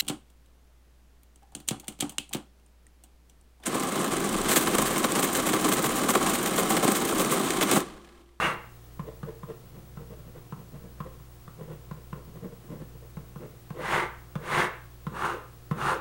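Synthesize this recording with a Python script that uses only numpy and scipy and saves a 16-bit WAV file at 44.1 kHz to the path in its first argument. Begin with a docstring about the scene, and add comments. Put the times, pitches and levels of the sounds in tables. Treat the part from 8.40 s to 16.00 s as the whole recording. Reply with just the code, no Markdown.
"""A felt marker on a white board, close by in a small room: a ruled line, already under way, squeaks at its
fastest and stops; two short words are printed, then two lines are ruled across and two down.
Each touch-down knocks the board; slow letter strokes judder and rub, as random slips shaped by resonances;
fast lines merge dense slips into scrape and fizz. The room rings briefly after each.
Throughout: low rumble and microphone hiss (shaped noise), mains hum and a thin throbbing whistle (sines)."""
import sys
import numpy as np
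from scipy import signal
from scipy.fft import rfft, irfft
from scipy.io import wavfile
from scipy.ndimage import uniform_filter1d

SR = 44100
rng = np.random.default_rng(int(sys.argv[2]) if len(sys.argv) > 2 else 0)


def unload_wav(signal):
    """Save mono or channel-first audio to the path in sys.argv[1] as 16-bit WAV at rate SR, clipped to [-1, 1]."""
    wavfile.write(
        sys.argv[1],
        SR,
        np.round(np.clip(np.atleast_2d(signal).T, -1, 1) * 32767).astype(np.int16),
    )


N = 335248
TIME_S = np.arange(N) / SR

# ruled lines: start t/s, fastest t/s, stop t/s, level/dB, set-off rub re level/dB, fizz re level/dB
LINES_ACROSS = [(-0.2, 0.045, 0.2, -26, -20, -19), (5.335, 5.55, 5.72, -23.5, -13.5, -21.5),
                (5.97, 6.2, 6.33, -23.5, -20, -19)]
LINES_DOWN = [(6.67, 6.86, 7.035, -30.5, -19, -19.5), (7.315, 7.485, 7.625, -27, -17, -18)]
# tip squeaks: middle t/s, length t/s, pitch f/Hz, level/dB
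SQUEAKS = [(.005, 0.13, 1220, -26), (0.046, 0.057, 2700, -28.5)]
# letter strokes: middle t/s, length t/s, level/dB, glide (0 sticking, 1 sliding freely)
STROKES = [(0.65, 0.09, -45, .35), (0.685, 0.024, -38.5, 0.77), (0.87, 0.047, -43, 0.35),
           (0.894, .026, -37.5, 0.82), (1.103, 0.032, -35.5, 0.6), (1.37, 0.061, -41.5, .27),
           (1.619, 0.055, -42.5, 0.42), (1.724, 0.043, -38.5, 0.38), (1.8, .04, -45, 0.24),
           (1.88, 0.043, -44, .27), (1.971, 0.036, -40.5, 0.58), (2.206, 0.055, -43.5, 0.26),
           (2.355, 0.05, -38, .22), (2.453, .04, -42.5, .33), (2.664, 0.032, -38, 0.51),
           (3.214, 0.046, -35.5, 0.41), (3.314, 0.057, -35, 0.39), (3.58, 0.046, -46.5, 0.36),
           (3.777, 0.057, -40.5, 0.44), (3.889, 0.029, -42.5, 0.33), (3.966, 0.033, -38.5, 0.35),
           (4.053, 0.046, -33, 0.32), (4.132, 0.021, -40, 0.4), (4.242, 0.017, -41.5, 0.22),
           (4.325, 0.066, -34, 0.3), (4.417, 0.029, -34.5, 0.3), (4.555, 0.026, -44, 0.31),
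           (4.638, 0.041, -49, 0.56), (4.81, 0.04, -44, 0.34), (5.033, 0.065, -37, 0.47)]
# spans of faint tip motion while printing: start t/s, end t/s
FIDGET_SPANS = [(0.6, 2.78), (3.15, 4.1)]
# tip landings: t/s, strength/dB, hardness/dB (extra tick and crush)
LANDINGS = [(0.594, -29, 0.5), (0.83, -30, -0.5), (1.032, -35, 0.5), (1.571, -35.5, -0.5), (2.123, -31, -1),
            (2.603, -29.5, 2), (2.799, -56, 9), (3.078, -41.5, 4.5), (3.512, -32, 1), (3.728, -30.5, 1),
            (4.769, -32, -1), (4.959, -34, -2), (5.304, -31.5, 1.5), (5.955, -26, 3.5), (6.667, -26, 0.5),
            (7.311, -20.5, 1.5)]
# resonances of the board and what it lies on: f/Hz, width/Hz, lift/dB
BOARD_MODES = [(144, 43.4, 12.5), (196, 50, 3.5), (344.3, 41, 12), (477.7, 95, 12), (640, 54, 1.5),
               (847, 70, 6), (965, 120, 2.5), (1085, 196, 4.5), (1208, 32, 6.5), (1348.5, 15, 9),
               (1486, 84, 2.5), (1590, 55, 2), (2130, 79, 2.5), (2750, 53, 6.5)]
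# force spectra at the tip, relative: f/Hz, level/dB
SCRAPE_ACROSS_FORCE = [(40, -8.5), (140, -4.5), (200, 2.5), (280, -9), (370, 2), (460, -4.5), (620, -0.5),
                       (900, 3.5), (1250, 3), (2100, 5), (2500, -4), (3900, -14), (5200, -30), (10000, -48)]
SCRAPE_DOWN_FORCE = [(40, -16), (140, -5.5), (200, -5), (290, -16), (380, 0), (460, -14), (620, -5.5),
                     (900, 0.5), (1250, 4), (1650, 1), (2000, -8), (2800, -11), (3900, -30), (5200, -55),
                     (10000, -44)]
FIZZ_FORCE = [(1500, -4), (3500, 9), (5200, 0.5), (6800, 3.5), (7700, -0.5), (8700, 4.5), (10500, -3),
              (13000, -7), (16000, -13)]
JUDDER_FORCE = [(50, -27), (110, -18.5), (150, 2), (220, -3), (300, -10.5), (420, -17.5), (800, -61.5)]
RUB_FORCE = [(150, -33.5), (280, -0.5), (355, 2.5), (470, 5.5), (610, 3), (750, -12.5), (1100, -18),
             (2500, -52.5)]
SCRATCH_FORCE = [(400, -22.5), (780, 3), (1050, 8), (1450, -1.5), (1900, 1), (2400, -8.5), (3500, -7.5),
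                 (4500, -23), (9000, -19), (15000, -16)]
THUD_FORCE = [(30, -32), (90, -4), (140, 4), (200, 5), (290, -14), (470, -14.5), (700, -16.5), (1500, -61)]
TICK_FORCE = [(200, -30), (600, -29), (1050, 20.5), (1400, -16.5), (1900, 6), (3600, -37), (5000, -20),
              (15000, -41)]
CRUSH_FORCE = [(300, -25.5), (700, 3.5), (1400, 8), (2100, -5), (3600, -8.5), (5000, -20), (9000, -22),
               (15000, -22)]
# room decay: f/Hz, t60/s
ROOM_T60 = [(130, 0.48), (400, 0.35), (1200, 0.48), (3000, 0.44), (9000, 0.16)]
# rumble and hiss spectrum, relative: f/Hz, level/dB
AIR_SPECTRUM = [(20, -75.5), (45, -84), (90, -79), (160, -81), (250, -92), (400, -90), (700, -93.5),
                (1300, -97), (2200, -101), (5000, -104), (10000, -105), (15500, -106)]
# hum and whistle sines, close pairs beat: f/Hz, rms level/dB
HUM_TONES = [(60, -53), (59, -61), (120, -53), (240, -70), (300, -69), (360, -66), (480, -73), (720, -73),
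             (1080, -76), (1320, -76), (15734, -64), (15743.7, -69)]

SCRAPE_POWER, FIZZ_POWER = 2.75, 2.42  # gain exponents of tip speed
POINTED = 0.41  # speed over a line: 0 round arch, 1 pointed
SET_OFF_S, BRAKE_S = 0.062, 0.087  # slow parts: after the start, before the stop
SLOW_LENGTH_S = 0.072
CHATTER_HZ, CHATTER_DB, CHATTER_POWER = 459, 5, 2.3  # power: exponent of glide
FIDGET_JUDDER_DB, FIDGET_RUB_DB, FIDGET_SPREAD_DB = -59.5, -68, 3.5
FIDGET_S = 0.024  # averaging time of the unevenness
CRUSH_S = 0.010  # decay to 1/e
AIR_RMS_DB = -54
EDGE_HZ = 15900


def ruled(lines, scrape_force, scrape_db, judder_db, brake_db, uneven_db):
    """Long strokes: judder on setting off, rub there and on braking; dense slips between merge to scrape and fizz."""
    scrape = friction(scrape_force, slips(per_s=3000, spread_db=4), 700, 2400)
    fizz = friction(FIZZ_FORCE, slips(per_s=10000, spread_db=3), 5000, 13000)
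    wander = unit(uniform_filter1d(rng.standard_normal(N), SR // 60))
    grip = amp(uneven_db * wander)
    fast, setting_off, braking = np.zeros((3, N))
    for start_s, fastest_s, stop_s, db, set_off_db, fizz_db in lines:
        speed = line_speed(start_s, fastest_s, stop_s)
        fast += amp(db + scrape_db) * speed ** SCRAPE_POWER * scrape
        fast += amp(db + fizz_db) * speed ** FIZZ_POWER * fizz
        setting_off += amp(db + set_off_db) * swell(TIME_S - start_s - SET_OFF_S, SLOW_LENGTH_S)
        braking += amp(db + brake_db) * swell(TIME_S - stop_s + BRAKE_S, SLOW_LENGTH_S)
    return fast * grip + slow_friction(amp(judder_db) * setting_off, setting_off + braking)


def line_speed(start_s, fastest_s, stop_s):
    """One sweep of the arm: speed 0-1 rises and falls, between a round arch and a pointed one."""
    ramp = np.interp(TIME_S, [start_s, fastest_s, stop_s], [0, 1, 0])
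    arch = np.sin(np.pi / 2 * ramp)
    return POINTED * ramp + (1 - POINTED) * arch


def letters():
    """Short strokes: a sticking tip judders, a gliding one rubs, the freest glides lock into a low chatter."""
    judder, rub, chatter = np.zeros((3, N))
    for middle_s, length_s, db, glide in STROKES:
        press = amp(db) * swell(TIME_S - middle_s, length_s)
        judder += press * (1 - glide)
        rub += press * glide
        chatter += press * glide ** CHATTER_POWER
    fidget = fidgeting()
    judder = np.hypot(judder, amp(FIDGET_JUDDER_DB) * fidget)
    rub = np.hypot(rub, amp(FIDGET_RUB_DB) * fidget)
    chatter_tone = np.sin(CHATTER_HZ * wavering_phase())
    return slow_friction(judder, rub) + amp(CHATTER_DB) * chatter * chatter_tone


def fidgeting():
    """While printing the tip keeps moving faintly between strokes: an uneven strength that fades after each span."""
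    moving = np.zeros(N)
    for start_s, stop_s in FIDGET_SPANS:
        moving += np.interp(TIME_S, [start_s, start_s + 0.016, stop_s, stop_s + 0.17], [0, 1, 1, 0])
    wander = unit(uniform_filter1d(rng.standard_normal(N), int(FIDGET_S * SR)))
    return moving * amp(FIDGET_SPREAD_DB * wander)


def squeaks():
    """Brief swelling tones of the tip at speed, sharing one wavering phase."""
    phase = wavering_phase()
    out = np.zeros(N)
    for middle_s, length_s, hz, db in SQUEAKS:
        out += amp(db) * swell(TIME_S - middle_s, length_s) * np.sin(hz * phase)
    return out


def taps(thud_db=2, tick_db=-10, crush_db=-12):
    """The tip lands with a tick, its felt crushes, and a moment later the hand's weight thuds on the board."""
    thud, tick = (h / abs(h).max() for h in (board(THUD_FORCE), board(TICK_FORCE)))
    crush_decay = np.exp(-TIME_S[:SR // 15] / CRUSH_S)
    knocks, squash = np.zeros((2, N))
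    for landed_s, db, hard_db in LANDINGS:
        pressed_s = landed_s + rng.uniform(0.0014, 0.0022)
        hard_tick = amp(db + hard_db + tick_db) * tick
        add(knocks, landed_s, -hard_tick)
        add(knocks, pressed_s, hard_tick + amp(db + thud_db) * thud)
        add(squash, landed_s, amp(db + hard_db + crush_db) * crush_decay)
    fibres = friction(CRUSH_FORCE, slips(per_s=4000, spread_db=2), 800, 4000)
    return knocks + squash * fibres


def slow_friction(judder, rub, scratch_db=-11, judder_scratch=0.14):
    """The same slips judder the lowest resonance, rub the middle ones and scratch above, mostly with the rub."""
    pulses = slips(per_s=1200, spread_db=4)
    layers = np.array([friction(JUDDER_FORCE, pulses, 130, 270),
                       friction(RUB_FORCE, pulses, 290, 700),
                       friction(SCRATCH_FORCE, pulses, 800, 3000)])
    # the hand's steady pressure keeps the strength even within a stroke
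    layers /= np.sqrt(uniform_filter1d(layers ** 2, SR // 40) + 0.05)
    scratch = amp(scratch_db) * (rub + judder_scratch * judder)
    return judder * layers[0] + rub * layers[1] + scratch * layers[2]


def slips(per_s, spread_db):
    """Fibres catch and let go at random: small pulses of either sign and uneven size."""
    pulses = (rng.random(N) < per_s / SR) * rng.choice([-1., 1.], N)
    return pulses * amp(spread_db * np.clip(rng.standard_normal(N), -2, 2))


def friction(force, pulses, lo_hz, hi_hz):
    """Slips sound through the board, scaled to strength 1 within the band."""
    sound = signal.oaconvolve(pulses, board(force))[:N]
    band = signal.butter(3, [lo_hz, hi_hz], "band", fs=SR, output="sos")
    return sound / np.std(signal.sosfilt(band, sound))


def wavering_phase(waver=0.0388, waver_s=0.0039):
    """Phase per Hz of slips that lock into an unsteady pitch; waver is the rms fraction."""
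    drift = unit(uniform_filter1d(rng.standard_normal(N), int(waver_s * SR)))
    return 2 * np.pi * np.cumsum(1 + waver * drift) / SR


def swell(t_s, length_s):
    """The tip speeds up and slows down: a bell of the given length at half height."""
    return 0.5 ** np.minimum((2 * t_s / length_s) ** 2, 64)


def board(force, size=8192):
    """Causal (minimum-phase) response of the resonant board to one pulse of the given force spectrum."""
    hz = abs(np.fft.fftfreq(size, 1 / SR))
    db = read(force, hz)
    for mode_hz, width_hz, lift_db in BOARD_MODES:
        db = db + lift_db / (1 + (2 * (hz - mode_hz) / width_hz) ** 2)
    # log magnitude and its Hilbert transform give the phase
    spectrum = np.exp(np.conj(signal.hilbert(np.log(amp(db)))))
    return np.fft.ifft(spectrum).real[:size // 2]


def room(x, wet_db, count=3):
    """A small hard room: dense reflections, each band dying at its own speed, cross-fading between echo sets."""
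    out, size = x.copy(), SR * 3 // 4
    for k in range(count):
        # silent for 1 ms, full by 2 ms
        echoes = rng.standard_normal(size) * np.clip(TIME_S[:size] / 0.001 - 1, 0, 1)
        hz, t_s, bins = signal.stft(echoes, SR, nperseg=256)
        colour_db = read([(170, -7), (400, -3), (3000, -5), (9000, -6.5)], hz)[:, None]
        decay_db = 60 * t_s / read(ROOM_T60, hz)[:, None]
        tail = signal.istft(bins * amp(colour_db - decay_db), SR, nperseg=256)[1]
        # each set peaks in turn, 0.2 s apart
        share = np.sqrt(np.maximum(1 - abs((TIME_S / 0.2 + k) % count - 1), 0))
        out += amp(wet_db) * signal.fftconvolve(x * share, tail / np.linalg.norm(tail))[:N]
    return out


def background():
    """Room rumble and microphone hiss as shaped noise; mains hum and a throbbing electronic whistle as sines."""
    gain = amp(read(AIR_SPECTRUM, np.fft.rfftfreq(N, 1 / SR)))
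    air = irfft(rfft(rng.standard_normal(N)) * gain, N)
    tones = np.zeros(N)
    for hz, rms_db in HUM_TONES:
        tones += np.sqrt(2) * amp(rms_db) * np.sin(2 * np.pi * (hz * TIME_S + rng.random()))
    return amp(AIR_RMS_DB) * unit(air) + tones


def amp(db):
    """Decibels to gain."""
    return 10 ** (np.asarray(db) / 20)


def unit(x):
    """Scales to rms 1."""
    return x / np.sqrt(np.mean(x ** 2) + 1e-20)


def read(points, hz):
    """Joins (f/Hz, value) points on a log-frequency axis."""
    f_hz, value = np.transpose(points)
    return np.interp(np.log(hz + 1), np.log(f_hz + 1), value)


def add(mix, start_s, sound):
    """Mixes a sound in place at start_s."""
    part = mix[max(round(start_s * SR), 0):][:len(sound)]
    part += sound[:len(part)]


def scene():
    """Pen, board and room are central; the background sits a little to the left."""
    lines = ruled(LINES_ACROSS, SCRAPE_ACROSS_FORCE, scrape_db=-1.5, judder_db=-7, brake_db=-17, uneven_db=0.84)
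    lines += ruled(LINES_DOWN, SCRAPE_DOWN_FORCE, scrape_db=1.5, judder_db=6.5, brake_db=-8, uneven_db=1)
    rubbing = room(lines + letters() + squeaks(), wet_db=-9.5)
    knocks = room(taps(), wet_db=-10)
    left_right_gain = amp([[0.3], [-0.3]])
    return rubbing + knocks + background() * left_right_gain


def record(dry):
    """The recorder's band limit: a steep linear-phase low-pass."""
    low_pass = signal.firwin(1023, EDGE_HZ, window=("kaiser", 9), fs=SR)
    return signal.oaconvolve(dry, low_pass[None], "same")


dry = scene()
out = record(dry)
unload_wav(out)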